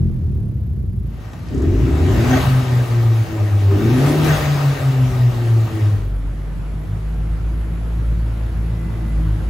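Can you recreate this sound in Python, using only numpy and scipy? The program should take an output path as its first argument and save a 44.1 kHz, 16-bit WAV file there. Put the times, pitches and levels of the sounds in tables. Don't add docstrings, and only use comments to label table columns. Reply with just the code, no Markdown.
import sys
import numpy as np
from scipy import signal
from scipy.fft import rfft, irfft, next_fast_len
from scipy.io import wavfile
from scipy.ndimage import uniform_filter1d, map_coordinates

SR = 44100
rng = np.random.default_rng(int(sys.argv[2]) if len(sys.argv) > 2 else 0)


def materialize(psi):
    bounded = np.clip(np.atleast_2d(psi).T, -1, 1)
    quanta = np.round(bounded * 32767).astype(np.int16)
    wavfile.write(sys.argv[1], SR, quanta)


def linear_from_db(decibels):
    return 10 ** (np.asarray(decibels, float) / 20)


N = 418509

# freq_hz, likeness
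LIKENESS = [(60, 1), (130, 0.83), (290, 0.71), (640, 0.4), (1400, 0.38), (2500, 0.2), (4500, 0.39),
            (15000, 0.11)]
# freq_hz, t60_s
REVERB = [(50, 4), (500, 1.43), (3000, 0.56), (12000, 0.18)]

# time_s, firing_hz, exhaust_db
REAR_SPEED = [(0, 43.59, -13.5), (.2, 39.3, -19.5), (.4, 36.5, -18.5), (.6, 32.51, -21), (.9, 29.48, -20),
              (1.04, 28.62, -21.5), (1.35, 26.7, -36)]
# freq_hz, level_db
REAR_PIPE = [(20, -45), (40, -17), (58, 0), (72, -4), (88, -3), (125, -7), (175, -16), (222, -16),
             (265, -28), (350, -25), (460, -37), (1000, -100)]
# freq_hz, level_db
REAR_RUSH = [(200, -42), (500, -11), (900, -22), (2000, -29.5), (3500, -35), (7000, -41), (11000, -45),
             (15700, -45)]
# freq_hz, level_db
INJECTOR_COLOUR = [(8000, -39), (9700, 0), (12400, 7), (14000, 1), (15700, -6)]

# time_s, firing_hz
BLIP_SPEED = [(1.5, 28), (1.6, 33), (1.824, 58), (2.039, 85.8), (2.208, 114.2), (2.308, 127.6),
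              (2.383, 132.2), (2.47, 131.3), (3, 116.1), (3.715, 97.7), (3.77, 100), (4.064, 143.6),
              (4.13, 150.5), (4.19, 153.4), (4.513, 144.6), (5.047, 127.7), (5.71, 108.8), (6.2, 95.5)]
# open_s, vent_s, bark_db, rumble_db, ease_s
THROTTLE_BLIPS = [
    (1.556, 2.375, -18, -25.5, 2.36),
    (3.722, 4.29, -16.5, -28.5, 4.1),
]
# firing_hz, level_db
COASTING_BARK = [(28, -45), (98, -33), (101.5, -27), (103.5, -35), (106.5, -23), (109.3, -34), (113, -28),
                 (135, -33)]
# freq_hz, width_hz, gain_db
FRONT_PIPE = [(60, 25, -8), (100, 30, -8), (258, 20, -1), (286, 16, -1), (330, 30, -1), (386, 22, -1),
              (435, 40, -11)]
# freq_hz, level_db
BODY_RUMBLE = [(25, -61), (45, -29), (56, 2), (70, -7.5), (90, 0.5), (150, -5.5), (200, -12.5), (300, -15),
               (500, -71.5)]
# freq_hz, level_db
FRONT_RUSH = [(200, -9.5), (420, -2), (700, -3.5), (1000, -8), (1240, -8.5), (1450, -12.5), (1880, -12),
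              (3000, -16.5), (6500, -23.5), (10000, -27.5), (15700, -28)]
# freq_hz, width_hz, gain_db
BAY_PANELS = [(605, 30, 2), (768, 25, 4), (1240, 70, 3), (1560, 55, 4), (1860, 70, 4), (2260, 70, 0),
              (2660, 70, 1), (2890, 40, 1), (3770, 40, 2), (6420, 50, 4)]
# time_s, peak_db, freq_hz, sharpness_q
CLICKS = [
    (1.333, -29, 800, 1.2),
    (1.485, -39, 4500, 3),
    (1.545, -38, 6500, 5),
    (1.578, -36, 6500, 5),
    (1.62, -38, 6300, 5),
    (2.295, -30, 11800, 3),
    (4.245, -23, 6000, 3),
]
# firing_hz, level_db
FIRING_TONE = [(28, -57), (41, -30), (58, -16), (78, -12.5), (100, -14.5), (120, -15), (140, -16.5),
               (153, -15.5)]
# firing_hz, half_width_hz, depth_db
TONE_NULLS = [(67, 8, 6), (85.8, 6, 7), (98, 3, 4), (103.3, .9, 7), (106.5, 1, 14), (109, 1.5, 26),
              (119.7, 1.2, 12), (126, 2, 4), (131.6, .5, 8), (137.1, 2, 10), (147.5, 2.8, 14),
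              (151.3, .6, 7)]
# firing_hz, level_db
SECOND_ORDER = [(28, -36), (33, -30), (60, -31.5), (95, -47.5), (108, -35.5), (118, -43), (128, -28),
                (137, -46.5), (145, -30), (153, -48)]
# time_s, length_s, level_db
PUFFS = [
    (2.319, 0.05, -23.5),
    (4.277, 0.082, -30.5),
]
# freq_hz, width_hz, gain_db
INTAKE_PIPE = [(630, 30, 6), (765, 30, 5), (1240, 120, -8), (1555, 55, -6), (1870, 80, -9), (2660, 60, -9),
               (3320, 80, -12), (6450, 150, -14)]
# freq_hz, left_over_right_db
STEREO_LEAN = [(60, .4), (125, 1.2), (600, 1.6), (2500, 3.4), (5000, 3), (9000, 0)]

# time_s, firing_hz, drone_db
CREEP_SPEED = [(5.85, 48.68, -39), (6.04, 48.18, -21), (6.2, 47.24, -22), (6.75, 50.47, -24.5),
               (6.9, 52.23, -25), (7.08, 52.05, -24), (7.2, 52.27, -19.5), (7.61, 54.84, -19.5),
               (7.8, 54.8, -23.5), (8.09, 55.46, -16.5), (8.25, 55.12, -21.5), (8.97, 55.04, -22),
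               (9.23, 52.65, -14.5), (9.4, 52.4, -23), (9.49, 54.2, -21.5)]
# freq_hz, level_db
FAR_PIPE = [(47, -54), (80, 2.5), (113, 1.5), (134, -5), (167, -3.5), (193, -12.5), (215, -14),
            (700, -30.5), (910, -53), (1540, -120)]
# freq_hz, level_db
FAR_RUSH = [(100, -9.5), (250, 0.5), (600, -7), (1000, -11), (1330, -11.5), (2500, -19), (5500, -30.5),
            (8000, -31.5), (11000, -27.5), (15700, -39)]
# start_s, end_s, order, level_db
ORDER_SWELLS = [(6.879, 7.018, 2, -28), (7.17, 7.247, 2, -38), (8.18, 8.47, 2, -35), (8.68, 8.93, 2, -34),
                (9.304, 9.418, 2, -24), (7.149, 7.181, 3, -35), (7.684, 7.742, 3, -33),
                (7.9, 8.35, 3, -44.5), (8.64, 8.88, 3, -32), (9.15, 9.3, 3, -31.5)]
# start_s, end_s, pitch_hz, level_db
BELT_WHINES = [
    (7.1, 8.2, 1335, -63),
    (8.72, 9.05, 2013, -57.5),
]

# low_edge_hz, share_lost_idle, share_lost_revs, share_lost_far, revs_gain_db
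MID_DROPOUTS = [(8300, .94, .8, .9, 0), (8700, .99, .99, .99, 0), (9600, 0, 0, 0, 5), (9900, 0, .2, 0, 2),
                (10400, 0, .42, 0, 3), (10900, 0, .6, .1, 3), (11400, 0, .93, .4, 0), (11950, 0, .03, 0, 4),
                (12500, .97, .92, .6, 0), (12750, .97, .2, .6, 0), (13100, .97, .2, .85, 0),
                (13500, .97, .97, .85, 0), (13800, .3, .05, .2, 6), (14350, .25, .82, .45, 2),
                (15000, .25, .25, .4, 2)]
# low_edge_hz, share_lost_idle, share_lost_revs, share_lost_far, revs_gain_db
SIDE_DROPOUTS = [(6300, .4, .4, .4, 0), (6900, .94, .94, .94, 0), (7600, 0, 0, 0, 4), (9050, 0, .85, 0, 0),
                 (9700, 0, .55, 0, 0), (10400, .98, .65, .65, 0), (11000, .98, .85, .85, 0),
                 (11750, 0, 0, 0, 4), (12150, 0, .88, 0, 0), (14200, 0, 0, 0, 0), (14650, .96, .96, .96, 0)]
# start_s, end_s
REVS_SPAN = [2.33, 6.2]


def unit(x):
    return x / np.sqrt(np.mean(x ** 2) + 1e-20)


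def along(points, hz):
    f, v = np.transpose(points)
    return np.interp(np.log(hz + 1), np.log(f + 1), v)


def curves(rows):
    time_s, *columns = np.transpose(rows)
    return [np.interp(np.arange(N) / SR, time_s, c) for c in columns]


def fade(start_s, end_s, edge_s):
    t = np.arange(N) / SR
    return np.clip((t - start_s) / edge_s + 1, 0, 1) * np.clip((end_s - t) / edge_s + 1, 0, 1)


def wobble(rate_hz):
    knots = rng.standard_normal(int(N * rate_hz / SR) + 4)
    return map_coordinates(knots, [np.arange(N) * rate_hz / SR])


def steady(x, window_s):
    power = uniform_filter1d(x ** 2, int(window_s * SR))
    return x / np.sqrt(np.abs(power) + 1e-12)


def filtered(x, response):
    m = next_fast_len(N + SR // 2)
    return irfft(rfft(x, m) * response(np.fft.rfftfreq(m, 1 / SR)), m)[..., :N]


def causal(spectrum):
    def response(hz):
        cepstrum = irfft(np.log(linear_from_db(along(spectrum, hz)) + 1e-6))
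        cepstrum[1:len(hz) - 1] *= 2
        cepstrum[len(hz):] = 0
        return np.exp(rfft(cepstrum))
    return response


def resonant(modes):
    def response(f):
        total = 0
        for k, (centre, width, db) in enumerate(modes):
            total = total + (-1) ** k * linear_from_db(db) * 1j * f * width / (centre ** 2 - f * f + 1j * f * width)
        return total
    return response


def stereo_angle(hz):
    return np.arccos(np.clip(along(LIKENESS, hz), -1, 1)) / 2


def rush(spectrum, patchy_db):
    z = signal.stft(rng.standard_normal((2, N)), nperseg=512)[2]
    patches = uniform_filter1d(rng.standard_normal(z.shape[1:]), size=6, axis=0)
    patches = unit(uniform_filter1d(patches, size=12, axis=1))
    pair = signal.istft(z * linear_from_db(patchy_db * patches), nperseg=512)[1][:, :N]

    def colour(hz):
        angle = stereo_angle(hz)
        return linear_from_db(along(spectrum, hz)) * [np.cos(angle), np.sin(angle)]
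    mid, side = filtered(pair, colour)
    return unit(np.array([mid + side, mid - side]))


def firings(rate_hz, cylinders_db, scatter_db, jitter):
    at = np.flatnonzero(np.diff(np.floor(np.cumsum(rate_hz) / SR + .9)))
    chance = rng.standard_normal((len(at), 2))
    size = linear_from_db(np.resize(cylinders_db, len(at)) + scatter_db * chance[:, 0])
    at = np.clip(at + jitter * chance[:, 1] * SR / rate_hz[at], 0, N - 1).astype(int)
    return np.bincount(at, size, N)


def tone(rate_hz, db, unsteady_db):
    level = np.sqrt(2) * linear_from_db(db + unsteady_db * wobble(18))
    return level * np.sin(2 * np.pi * np.cumsum(rate_hz) / SR)


def throb(rate_hz, depth):
    return 1 + depth * np.cos(2 * np.pi * np.cumsum(rate_hz) / SR)


def garage(x, wet_db):
    hz, t, z = signal.stft(rng.standard_normal((2, SR)), SR, nperseg=1024)
    angle = stereo_angle(hz)[:, None]
    mid, side = z[0] * np.cos(angle), z[1] * np.sin(angle)
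    decay = linear_from_db(-60 * t / along(REVERB, hz)[:, None])
    tail = signal.istft(np.array([mid + side, mid - side]) * decay, SR, nperseg=1024)[1]
    tail = tail / np.linalg.norm(tail[0])
    delayed = np.pad(x, (700, 0))[None]
    return x + linear_from_db(wet_db) * signal.fftconvolve(delayed, tail, axes=1)[:, :N]


def tailpipe_beats(rate_hz, pulse_db):
    lead = SR // 2
    early_hz = np.r_[np.full(lead, rate_hz[0]), rate_hz[:-lead]]
    pulses = -firings(early_hz, [0, -1.5, .8, -.6], scatter_db=2, jitter=.02)
    beats = garage(filtered(pulses, causal(REAR_PIPE)), wet_db=-6)
    return linear_from_db(pulse_db) * steady(np.roll(beats, -lead, axis=1), .61)


def behind():
    rate_hz, pulse_db = curves(REAR_SPEED)
    beats = tailpipe_beats(rate_hz, pulse_db)
    rush_db = -53 + 7 * np.log2(rate_hz / 30)
    hiss = linear_from_db(rush_db) * throb(rate_hz, depth=.12) * rush(REAR_RUSH, patchy_db=0)
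    ticking = linear_from_db(-64.5) * throb(rate_hz, depth=.32) ** 2 * rush(INJECTOR_COLOUR, patchy_db=2)
    return (beats + hiss + ticking) * fade(0, 1.45, .12)


def blipped(column, rise_db_per_s, fall_db_per_s, floor_db):
    t = np.arange(N) / SR
    level_db = floor_db
    for blip in THROTTLE_BLIPS:
        climb_db = rise_db_per_s * np.clip(blip[0] - t, 0, None)
        drop_db = fall_db_per_s * np.clip(t - blip[1], 0, None)
        level_db = np.maximum(level_db, blip[column] - climb_db - drop_db)
    return level_db


def bark(rate_hz, load):
    rough = firings(rate_hz, [0, -2.5, 1.5, -1.5], scatter_db=2.5, jitter=.035)
    clean = firings(rate_hz, [0, -.5, .3, -.2], scatter_db=.6, jitter=.006)
    clean = filtered(clean, lambda hz: (1j * hz / 170 / (1 + 1j * hz / 170)) ** 3)
    pulses = load * rough + (1 - load) * clean
    piped = filtered(pulses, lambda hz: resonant(FRONT_PIPE)(hz) / (1 + 1j * hz / 650) ** 2)
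    bark_db = blipped(2, rise_db_per_s=330, fall_db_per_s=240, floor_db=along(COASTING_BARK, rate_hz))
    return linear_from_db(bark_db - 2.5) * steady(garage(piped, wet_db=-6), .2)


def body_rumble(choke_db):
    rumble_db = blipped(3, rise_db_per_s=82, fall_db_per_s=16.6, floor_db=-38)
    return linear_from_db(rumble_db + 7 + 2.1 * choke_db) * rush(BODY_RUMBLE, patchy_db=2)


def engine_rush(rate_hz, choke_db):
    throttle = sum(fade(open_s, ease_s, .15) for open_s, *_, ease_s in THROTTLE_BLIPS)
    spooling = sum(fade(open_s, vent_s, .038) for open_s, vent_s, *_ in THROTTLE_BLIPS)
    keep = np.exp(-1 / (.46 * SR))
    boost = signal.lfilter([1 - keep], [1, -keep], spooling * (rate_hz / 100) ** 1.11)
    rush_db = -42 + 4 * np.log2(rate_hz / 28) + 12 * boost + 2 * throttle + choke_db
    panels = filtered(rush(FRONT_RUSH, patchy_db=1.36),
                      lambda hz: np.hypot(1, np.abs(resonant(BAY_PANELS)(hz))))
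    return linear_from_db(rush_db) * throb(rate_hz, depth=.05) * unit(panels)


def bonnet_clicks():
    t = np.arange(SR // 20) / SR
    out = np.zeros((2, N))
    for time_s, peak_db, hz, sharpness in CLICKS:
        click = unit(signal.lfilter(*signal.iirpeak(hz, sharpness, SR), rng.standard_normal(len(t)))) / 2
        start = round(time_s * SR)
        out[:, start:start + len(t)] += linear_from_db(peak_db - 60 * t / .05) * click
    return out


def order_drone(rate_hz, load):
    tone_db = along(FIRING_TONE, rate_hz)
    for null_hz, half_width_hz, depth_db in TONE_NULLS:
        width_hz = half_width_hz * (1 + 1.2 * load)
        dip = np.clip(1 - np.abs(rate_hz - null_hz) / width_hz, 0, 1)
        filled = load * (null_hz > 135)
        tone_db = tone_db - depth_db * dip * (1 - filled)
    second_db = along(SECOND_ORDER, rate_hz) + 11.5 * load
    drone = tone(rate_hz, tone_db + 1.5, unsteady_db=2.34) + tone(2 * rate_hz, second_db, unsteady_db=0)
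    return garage(drone * fade(1.7, 5.88, .3), wet_db=-27)


def bypass_puffs():
    t = np.arange(N) / SR
    level = 0
    for time_s, length_s, db in PUFFS:
        trail = (t > time_s) * linear_from_db(-60 * np.clip(t - time_s - length_s, 0, 9) / .5)
        level = level + linear_from_db(db) * (fade(time_s, time_s + length_s, .019) + .48 * trail)
    air = filtered(rush([(300, 0), (9000, 0)], patchy_db=2), resonant(INTAKE_PIPE))
    return level * linear_from_db(5.9 * wobble(80)) * unit(air)


def beside():
    rate_hz = uniform_filter1d(curves(BLIP_SPEED)[0], size=1500)
    gain_hz_per_s = uniform_filter1d(np.gradient(rate_hz) * SR, size=3000)
    load = np.clip(gain_hz_per_s / 60, 0, 1)
    choke_db = -3 * sum(fade(ease_s + .033, vent_s - .07, .05) for _, vent_s, *_, ease_s in THROTTLE_BLIPS)
    engine = bark(rate_hz, load) + body_rumble(choke_db) + engine_rush(rate_hz, choke_db)
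    engine = engine + bonnet_clicks() + bypass_puffs()
    both = engine * fade(1.27, 5.848, .28) + order_drone(rate_hz, load)
    mid = both.mean(axis=0)
    narrowed = mid + .89 * (both - mid)
    return filtered(narrowed, lambda hz: linear_from_db(along(STEREO_LEAN, hz) * np.array([[.5], [-.5]])))


def swelling(floor_db, order):
    level = linear_from_db(floor_db)
    for start_s, end_s, which, db in ORDER_SWELLS:
        if round(which) == order:
            level = level + linear_from_db(db) * fade(start_s, end_s, .049)
    return 20 * np.log10(level)


def creeping_drone(rate_hz, first_db, nearer_db):
    boom_db = 20 * np.log10(linear_from_db(-52 + nearer_db) + linear_from_db(-46) * fade(8.95, 10, .2))
    orders = {1: first_db, 2: swelling(-39.5, order=2), 3: swelling(-37, order=3), 4: boom_db + 3, 6: boom_db}
    return sum(tone(k * rate_hz, db, unsteady_db=1.76) for k, db in orders.items())


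def belt_whine():
    return sum(fade(start_s, end_s, .15) * tone(np.full(N, hz), db, unsteady_db=3.5)
               for start_s, end_s, hz, db in BELT_WHINES)


def across():
    rate_hz, first_db = curves(CREEP_SPEED)
    nearer_db = 1.24 * (np.arange(N) / SR - 6)
    pulse_db = -29 + nearer_db + .13 * (first_db + 23.5)
    pulses = firings(rate_hz, [0, 3, -1.5, 3], scatter_db=2, jitter=.03)
    beats = garage(filtered(pulses, causal(FAR_PIPE)), wet_db=-4)
    beats = linear_from_db(pulse_db - 7) * steady(beats, .3)
    rumble = linear_from_db(pulse_db - 4) * rush(FAR_PIPE, patchy_db=2)
    hiss = linear_from_db(-41 + nearer_db) * throb(rate_hz, depth=.054) * rush(FAR_RUSH, patchy_db=1.1)
    drone = creeping_drone(rate_hz, first_db, nearer_db)
    return (beats + rumble + drone + belt_whine() + hiss) * fade(5.95, 9.6, .12)


def scene():
    return behind() + beside() + across()


def drop_bands(x, dropouts):
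    hz, t, z = signal.stft(x, SR, nperseg=1024)
    runs = rng.random((len(dropouts), len(t) // 5 + 1)).repeat(5, axis=1)[:, :len(t)]
    high_edges_hz = [row[0] for row in dropouts[1:]] + [SR]
    for (low_hz, *share_lost, revs_db), high_hz, run in zip(dropouts, high_edges_hz, runs):
        early_s = .22 * (low_hz > 12600)
        place = np.digitize(t, [REVS_SPAN[0] - early_s, REVS_SPAN[1]])
        kept = run >= np.array(share_lost)[place]
        z[(hz > low_hz) & (hz <= high_hz)] *= linear_from_db(revs_db * (place == 1)) * kept
    return signal.istft(z, SR, nperseg=1024)[1][:N]


def band_limit(x):
    return signal.sosfilt(signal.butter(12, 15740, fs=SR, output="sos"), x)


def record(dry):
    x = dry / (1 + np.abs(dry / .6) ** 4) ** (1 / 4)
    x = filtered(x, lambda hz: hz < 15780)
    mid = drop_bands((x[0] + x[1]) / 2, MID_DROPOUTS)
    side = drop_bands((x[0] - x[1]) / 2, SIDE_DROPOUTS)
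    return band_limit(np.array([mid + side, mid - side]))


dry = scene()
out = record(dry)
materialize(out)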